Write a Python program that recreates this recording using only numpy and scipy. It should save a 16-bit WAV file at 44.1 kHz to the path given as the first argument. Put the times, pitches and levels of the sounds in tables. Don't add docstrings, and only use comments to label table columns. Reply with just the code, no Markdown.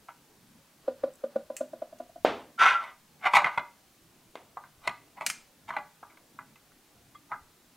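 import sys
import numpy as np
from scipy import signal
from scipy.io import wavfile
from scipy.ndimage import uniform_filter1d

SR = 44100
rng = np.random.default_rng(int(sys.argv[2]) if len(sys.argv) > 2 else 0)


def unload_audio(sound):
    columns = np.transpose(np.atleast_2d(sound))
    steps = np.round(np.clip(columns, -1, 1) * 32767)
    wavfile.write(sys.argv[1], SR, steps.astype(np.int16))


N = 342216
T = np.arange(SR // 2) / SR

# start in seconds, level in dB, chatter time in seconds, hardness in dB,
# boost of the low modes in dB (set by the place struck).
BOARD_TAPS = [(0.086, -32, .009, -14, 2.5), (3.336, -7.5, 0.0084, 5, 9), (3.368, -5, 0.019, -2, 6),
              (3.42, -17, 0.0071, -4, 9), (3.444, -11, 0.024, -9, 0.5), (3.576, -13, 0.0052, -13, 2),
              (4.355, -34, 0.00098, 7, 1), (4.57, -26, 0.0084, -27, 10.5), (4.638, -39.5, 0.014, -25, 4),
              (4.875, -13.5, 0.0024, 0, 6), (5.21, -24.5, 0.015, 10, 15), (5.705, -22.5, 0.0042, -16, 0.5),
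              (5.766, -17.5, 0.0086, -12.5, 4), (6.029, -34.5, 0.0034, -31.5, 10.5),
              (6.101, -49, 0.018, -21, -5), (6.172, -46.5, .006, 0.5, 7),
              (6.389, -29.5, 0.0063, -24.5, 1.5), (6.558, -47, 0.0063, 1.5, -2.5),
              (6.718, -54, .003, -8, -4.5), (7.317, -24.5, 0.015, -35, -9.5)]
# pitch in Hz, level in dB, seconds to fade by 60 dB (called t60).
BOARD_MODES = [(590, -11, .25), (650, -10, .2), (760, -10, .2), (830, -4, .22), (900, -8, .12),
               (955, -1, .24), (995, -5, .2), (1150, -3, .22), (1218, 0, .25), (1357, -3, .22),
               (1440, -8, .18), (1500, -5, .2), (1537, -6, .2), (1664, -7, .22), (1975, -1, .2),
               (2040, -6, .14), (2086, -4, .15), (2172, -5, .15), (2300, -10, .08), (2451, -8, .18),
               (2505, -11, .15), (2620, -12, .12), (2885, -14, .17), (3220, -21, .08), (3980, -20, .07),
               (4200, -21, .08)]
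# frequency in Hz, level in dB.
BOARD_CLATTER = [(60, -36.5), (500, -22.5), (660, -8.5), (950, -2.5), (1500, -2.5), (1830, -13), (2020, 1),
                 (2450, -7), (2790, -15.5), (3100, -15.5), (4150, -21), (4700, -26.5), (9000, -32.5),
                 (15500, -50)]
# time in seconds, relative friction level in dB, relative squeal level in dB.
SHOVE_LEVELS = [(2.578, -44, -34), (2.602, -26.5, -21.5), (2.622, -18.5, -21), (2.646, -22.5, -22.5),
                (2.664, -21.5, -19), (2.676, -25, -22.5), (2.724, -29, -28.5), (2.778, -45, -24.5),
                (2.9, -54.5, -78)]
# frequency in Hz, gain in dB.
DRAG_COLOUR = [(250, 2.5), (560, 7.5), (950, -2.5), (2500, -0.5)]
# middle in seconds, level in dB, swell time in seconds, hardness in dB.
BOARD_SCRAPES = [(2.837, -38.5, 0.014, 1.5), (3.266, -19.5, 0.018, -5), (3.358, -17, 0.017, 10),
                 (3.467, -27.5, 0.019, -9), (3.538, -43.5, 0.025, 2), (4.857, -45.5, 0.021, -2),
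                 (5.18, -42.5, 0.0096, -17.5), (5.692, -35.5, 0.008, 3), (5.739, -38.5, .017, -11.5),
                 (7.33, -37, 0.016, -31.5)]
# start in seconds, level in dB, chatter time in seconds, hardness in dB.
CUTTER_CLICKS = [(1.1367, -49, .001, 11), (1.155, -48, .0023, 17), (1.5663, -26, 0.02, 3),
                 (1.987, -49.5, 0.027, 1), (5.264, -12.5, 0.03, -5), (5.2998, -16.5, 0.0048, -8)]
# pitch in Hz, level in dB, t60 in seconds.
JAW_MODES = [(2089, 0, .2), (2210, 0, .08), (2376, -3, .08), (3050, 0, .09), (4285, -9, .12),
             (5017, -2, .1), (5819, -3, .1), (6562, 0, .07), (7380, 0, .1), (8102, -3, .1), (8856, -5, .1),
             (9981, -7, .16)]
# frequency in Hz, level in dB.
WIRE_CRACK = [(100, -31), (600, -10.5), (1700, -12), (2100, -0.5), (3100, -6), (3800, -11.5), (5000, -6),
              (7400, -4), (10300, -9.5), (11500, -17.5), (15500, -20.5)]
# pitch in Hz, level in dB, t60 in seconds.
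PIN_MODES = [(1192, -0.5, 0.057), (2070, -11.5, 0.086), (3330, -11, 0.069)]
# start in seconds, level in dB.
LANDINGS = [(0.8783, -19.5), (1.0353, -18.5), (1.237, -23), (1.3579, -19), (1.5002, -27.5), (1.607, -21),
            (1.7327, -31), (1.819, -25), (1.926, -37.5), (2.000, -29), (2.093, -45), (2.158, -36)]
# pitch in Hz, level in dB, t60 in seconds.
HOLLOW_MODES = [(250.4, -20.5, 0.17), (320.4, -14.5, 0.055), (754, -14.5, 0.049), (999, -26.5, 0.098),
                (1177, -23.5, 0.046), (1440, -28, 0.11), (1512, -23.5, 0.033)]
# frequency in Hz, gain in dB.
RIM_GRIT = [(80, -15), (300, 0), (600, 6), (900, -3), (1500, -2), (2200, -11), (4500, -13), (7000, -32)]
# start in seconds, level in dB.
BENCH_KNOCKS = [(2.2483, -4.5), (4.3544, -30)]
# frequency in Hz, level in dB.
KNOCK_COLOUR = [(40, -33.5), (150, -18), (400, 4), (650, 6), (950, -3), (1400, -23.5), (2200, -33),
                (4000, -35), (7000, -59), (15000, -59.5)]
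# frequency in Hz, level in dB.
KNOCK_ECHO_COLOUR = [(35, -53.5), (60, -25.5), (203, -16.5), (248, -5), (370, -5), (527, -2), (672, -1),
                     (938, -5.5), (1220, -7), (1740, -13.5), (3240, -17), (4940, -28.5), (12000, -50.5),
                     (15600, -76.5), (22000, -120)]
# frequency in Hz, level in dB.
THUD_COLOUR = [(40, -17.5), (80, -10), (125, 2.5), (240, 0.5), (420, 0.5), (700, -19), (3000, -60.5)]
# frequency in Hz, t60 in seconds.
ROOM_DECAY = [(100, .75), (400, .41), (1200, .36), (3000, .39), (7000, .39), (14000, .14)]
# frequency in Hz, relative level in dB.
HISS_COLOUR = [(20, 0), (45, -9), (70, -5.5), (140, 1), (260, 1), (420, -5.5), (1000, -8), (2000, -11.5),
               (4000, -12.5), (8000, -14.5), (15800, -17)]
# frequency in Hz, likeness from 0 to 1.
HISS_LIKENESS = [(30, .86), (120, .95), (500, .92), (2000, .7), (12000, .56)]


def taps(rebound_s=.018, rebound_db=-15):
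    out = np.zeros(N)
    for s, db, chatter_s, hard_db, low_db in BOARD_TAPS:
        for at, level_db in (s, db), (s + rebound_s, db + rebound_db):
            body = response(BOARD_MODES, BOARD_CLATTER, clatter_t60=.021, ring_db=-7.5)
            lead_s, tap = strike(body, level_db - 8, chatter_s, board_contact(hard_db, low_db),
                                 chatter_db=1.5, graze_db=-13, graze_s=.0035)
            add(out, at - lead_s, tap)
    return out


def response(modes, clatter_colour, clatter_t60, ring_db):
    clatter = colour(dying_noise(clatter_t60), clatter_colour)
    return unit(clatter) + amp(ring_db) * unit(ring(modes))


def strike(body, db, chatter_s, weights, chatter_db, graze_db, graze_s, lead_s=.02):
    t = T - lead_s
    chatter = unit(grains(per_s=3000) * np.exp(-abs(t) / chatter_s) * (t >= 0))
    graze = unit(grains(per_s=1700) * np.exp(-abs(t) / graze_s) * (t < 0))
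    force = amp(chatter_db) * chatter + amp(graze_db) * graze
    force[round(lead_s * SR)] += 1
    sound = touch(excite(force, body), *weights)
    loudest = np.sqrt(uniform_filter1d(sound ** 2, size=256).max())
    return lead_s, amp(db) * sound / loudest


def board_contact(hard_db, low_db):
    return low_db, 2.5 + .61 * hard_db, hard_db


def touch(sound, low_db, upper_db, top_db):
    gains = [(1100, low_db), (1400, 0), (1650, 0), (2300, upper_db), (4000, upper_db), (7500, top_db)]
    return colour(sound, gains)


def shove(slip_at_s=2.619, slip_gap_s=.0465, start_s=.012, stop_db_per_s=300):
    times, friction_db, squeal_db = np.transpose(SHOVE_LEVELS)
    t = times[0] + T
    slip = np.cos(2 * np.pi * (t - slip_at_s) / slip_gap_s)
    moving = np.minimum(T / start_s, 1) * amp(-stop_db_per_s * np.maximum(t - times[-1], 0))
    level_db = np.interp(t, times, friction_db) - slip
    bright = rub(moving * amp(level_db + 2), (-7, 0, -9), ring_db=-3)
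    drag = rub(moving * amp(.66 * level_db - 14), (4, -2, -10), ring_db=-5)
    tone = squeal() * moving * amp(np.interp(t, times, squeal_db) + 5 * slip - 1)
    out = np.zeros(N)
    add(out, times[0], bright + colour(drag, DRAG_COLOUR) + tone)
    return out


def squeal(hz=1358, waver=.016, overtone_db=-30):
    drift = uniform_filter1d(rng.standard_normal(len(T)), size=200)
    phase = 2 * np.pi * np.cumsum(hz * (1 + waver * drift / drift.std())) / SR
    return np.sqrt(2) * (np.sin(phase) + amp(overtone_db) * np.sin(2 * phase))


def rub(speed, weights, ring_db):
    body = response(BOARD_MODES, BOARD_CLATTER, clatter_t60=.024, ring_db=ring_db)
    friction = excite(speed * grains(per_s=2500), body)
    return np.linalg.norm(speed) * unit(touch(friction, *weights))


def scrapes(lead_s=.1, fade_ratio=.85):
    out = np.zeros(N)
    t = T - lead_s
    for s, db, swell_s, hard_db in BOARD_SCRAPES:
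        width_s = np.where(t < 0, swell_s, fade_ratio * swell_s)
        speed = 1 / np.cosh(np.clip(t / width_s * np.pi / 2, -20, 20))
        add(out, s - lead_s, rub(amp(db) * speed, board_contact(hard_db, low_db=5.5), ring_db=-8))
    return out


def cutters(low_db=-11, upper_db=-5):
    out = np.zeros(N)
    for s, db, chatter_s, hard_db in CUTTER_CLICKS:
        body = response(JAW_MODES, WIRE_CRACK, clatter_t60=.027, ring_db=-20)
        lead_s, click = strike(body, db - 11, chatter_s, (low_db, upper_db, hard_db),
                               chatter_db=-4, graze_db=-22.5, graze_s=.0033)
        add(out, s - lead_s, click)
    return out


def pin_creak(at_s=7.152, peak_db=-40.5, swell_s=.004):
    lead_s = 4 * swell_s
    slips = grains(per_s=3600) * np.exp(-((T - lead_s) / swell_s) ** 2)
    creak = excite(slips, ring(PIN_MODES))
    out = np.zeros(N)
    add(out, at_s - lead_s, amp(peak_db) * creak / abs(creak).max())
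    return out


def rocking(push_hz=553, rise_hz_per_s=152, settle_from_s=1.277, after_hz=532, lead_s=.054):
    out = np.zeros(N)
    age = np.maximum(T - lead_s, 0)
    t = T - lead_s - .00591
    push = np.exp(-(t / .0043) ** 2)
    tick = (1 - np.exp(-(age / .001) ** 2)) * amp(-17 - 60 * age / .05)
    roll = amp(-29) * np.exp(-abs(t) / .075)
    after = (1 - np.exp(-(age / .0089) ** 2)) * amp(-60 * age / .07)
    for s, db in LANDINGS:
        settled_s = max(s - settle_from_s, 0)
        landing = push * np.cos(2 * np.pi * (push_hz + rise_hz_per_s * settled_s) * t)
        landing += amp(2.5 - 14 * settled_s) * after * np.cos(2 * np.pi * after_hz * t)
        landing += (tick + roll) * colour(rng.standard_normal(len(T)), RIM_GRIT)
        modes = np.array(HOLLOW_MODES) + rng.standard_normal((len(HOLLOW_MODES), 3)) * [10, 2.5, 0]
        add(landing, lead_s + .000915, ring(modes) * (1 - np.exp(-T / .00078)))
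        cavity = unit(dying_noise(t60=.18) * (T > .016))
        add(out, s - lead_s, amp(db) * (landing + amp(-13) * excite(landing, cavity)))
    return out


def knocks(echo_db=-3, delay_s=.0014):
    blow = colour(signal.unit_impulse(len(T)), KNOCK_COLOUR)
    blow /= abs(blow).max()
    out = np.zeros(N)
    for s, db in BENCH_KNOCKS:
        wash = np.linalg.norm(blow) * unit(colour(echoes(), KNOCK_ECHO_COLOUR))
        add(out, s, amp(db) * blow)
        add(out, s + delay_s, amp(db + echo_db) * wash)
    return out


def thuds(share_db=-28, limit_db=-41):
    out = np.zeros(N)
    for s, db, *_ in BOARD_TAPS:
        thud = colour(dying_noise(t60=.2), THUD_COLOUR)
        add(out, s, amp(min(db + share_db, limit_db)) * thud / abs(thud).max())
    return out


def room(sound, echo_db):
    return sound + amp(echo_db) * excite(sound, echoes())


def echoes():
    hz, t, bands = signal.stft(rng.choice([-1., 1.], SR), SR, nperseg=256)
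    bands *= amp(-60 * t / read(ROOM_DECAY, hz)[:, None])
    return unit(signal.istft(bands, SR, nperseg=256)[1])


def hiss(level_db=-61, drift_db=5):
    hz = np.fft.rfftfreq(1024, 1 / SR)[:, None]
    a, b, c, d, drift = rng.standard_normal((N // 256 + 5, len(hz), 5)).T
    left, unrelated = a + 1j * b, c + 1j * d
    likeness = read(HISS_LIKENESS, hz)
    right = likeness * left + np.sqrt(1 - likeness ** 2) * unrelated
    drift = uniform_filter1d(drift, size=3, axis=0)
    drift = uniform_filter1d(drift, size=20, axis=1)
    gain = amp(read(HISS_COLOUR, hz) + drift_db * drift / drift.std() / (1 + hz / 600))
    noise = signal.istft(np.array([left, right]) * gain, nperseg=1024, noverlap=768)[1][:, :N]
    return amp(level_db) * noise / noise.std()


def ring(modes):
    return sum((-1) ** k * amp(db - 60 * T / t60) * np.sin(2 * np.pi * hz * T)
               for k, (hz, db, t60) in enumerate(modes))


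def grains(per_s):
    return rng.standard_normal(len(T)) * (rng.random(len(T)) < per_s / SR)


def dying_noise(t60):
    return rng.choice([-1., 1.], len(T)) * amp(-60 * T / t60)


def excite(force, body):
    return signal.fftconvolve(force, body)[:len(force)]


def colour(sound, points, size=4096):
    log_gain = np.log(amp(read(points, abs(np.fft.fftfreq(size, 1 / SR)))))
    impulse = np.fft.ifft(np.exp(np.conj(signal.hilbert(log_gain)))).real
    return excite(sound, impulse[:size // 2])


def read(points, hz):
    row_hz, value = np.transpose(points)
    return np.interp(np.log(hz + 1), np.log(row_hz + 1), value)


def amp(db):
    return 10 ** (np.asarray(db) / 20)


def unit(sound):
    return sound / np.sqrt(np.sum(sound ** 2) + 1e-20)


def add(mix, s, sound):
    part = mix[round(s * SR):][:len(sound)]
    part += sound[:len(part)]


def scene():
    board = room(taps() + scrapes() + pin_creak(), echo_db=-16) + room(shove(), echo_db=-21) + thuds()
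    return board + room(cutters(), echo_db=-13) + rocking() + knocks() + hiss()


def record(dry):
    lowpass = signal.firwin(511, cutoff=15850, window=("kaiser", 9), fs=SR)
    return signal.oaconvolve(dry, lowpass[None], "same")


dry = scene()
out = record(dry)
unload_audio(out)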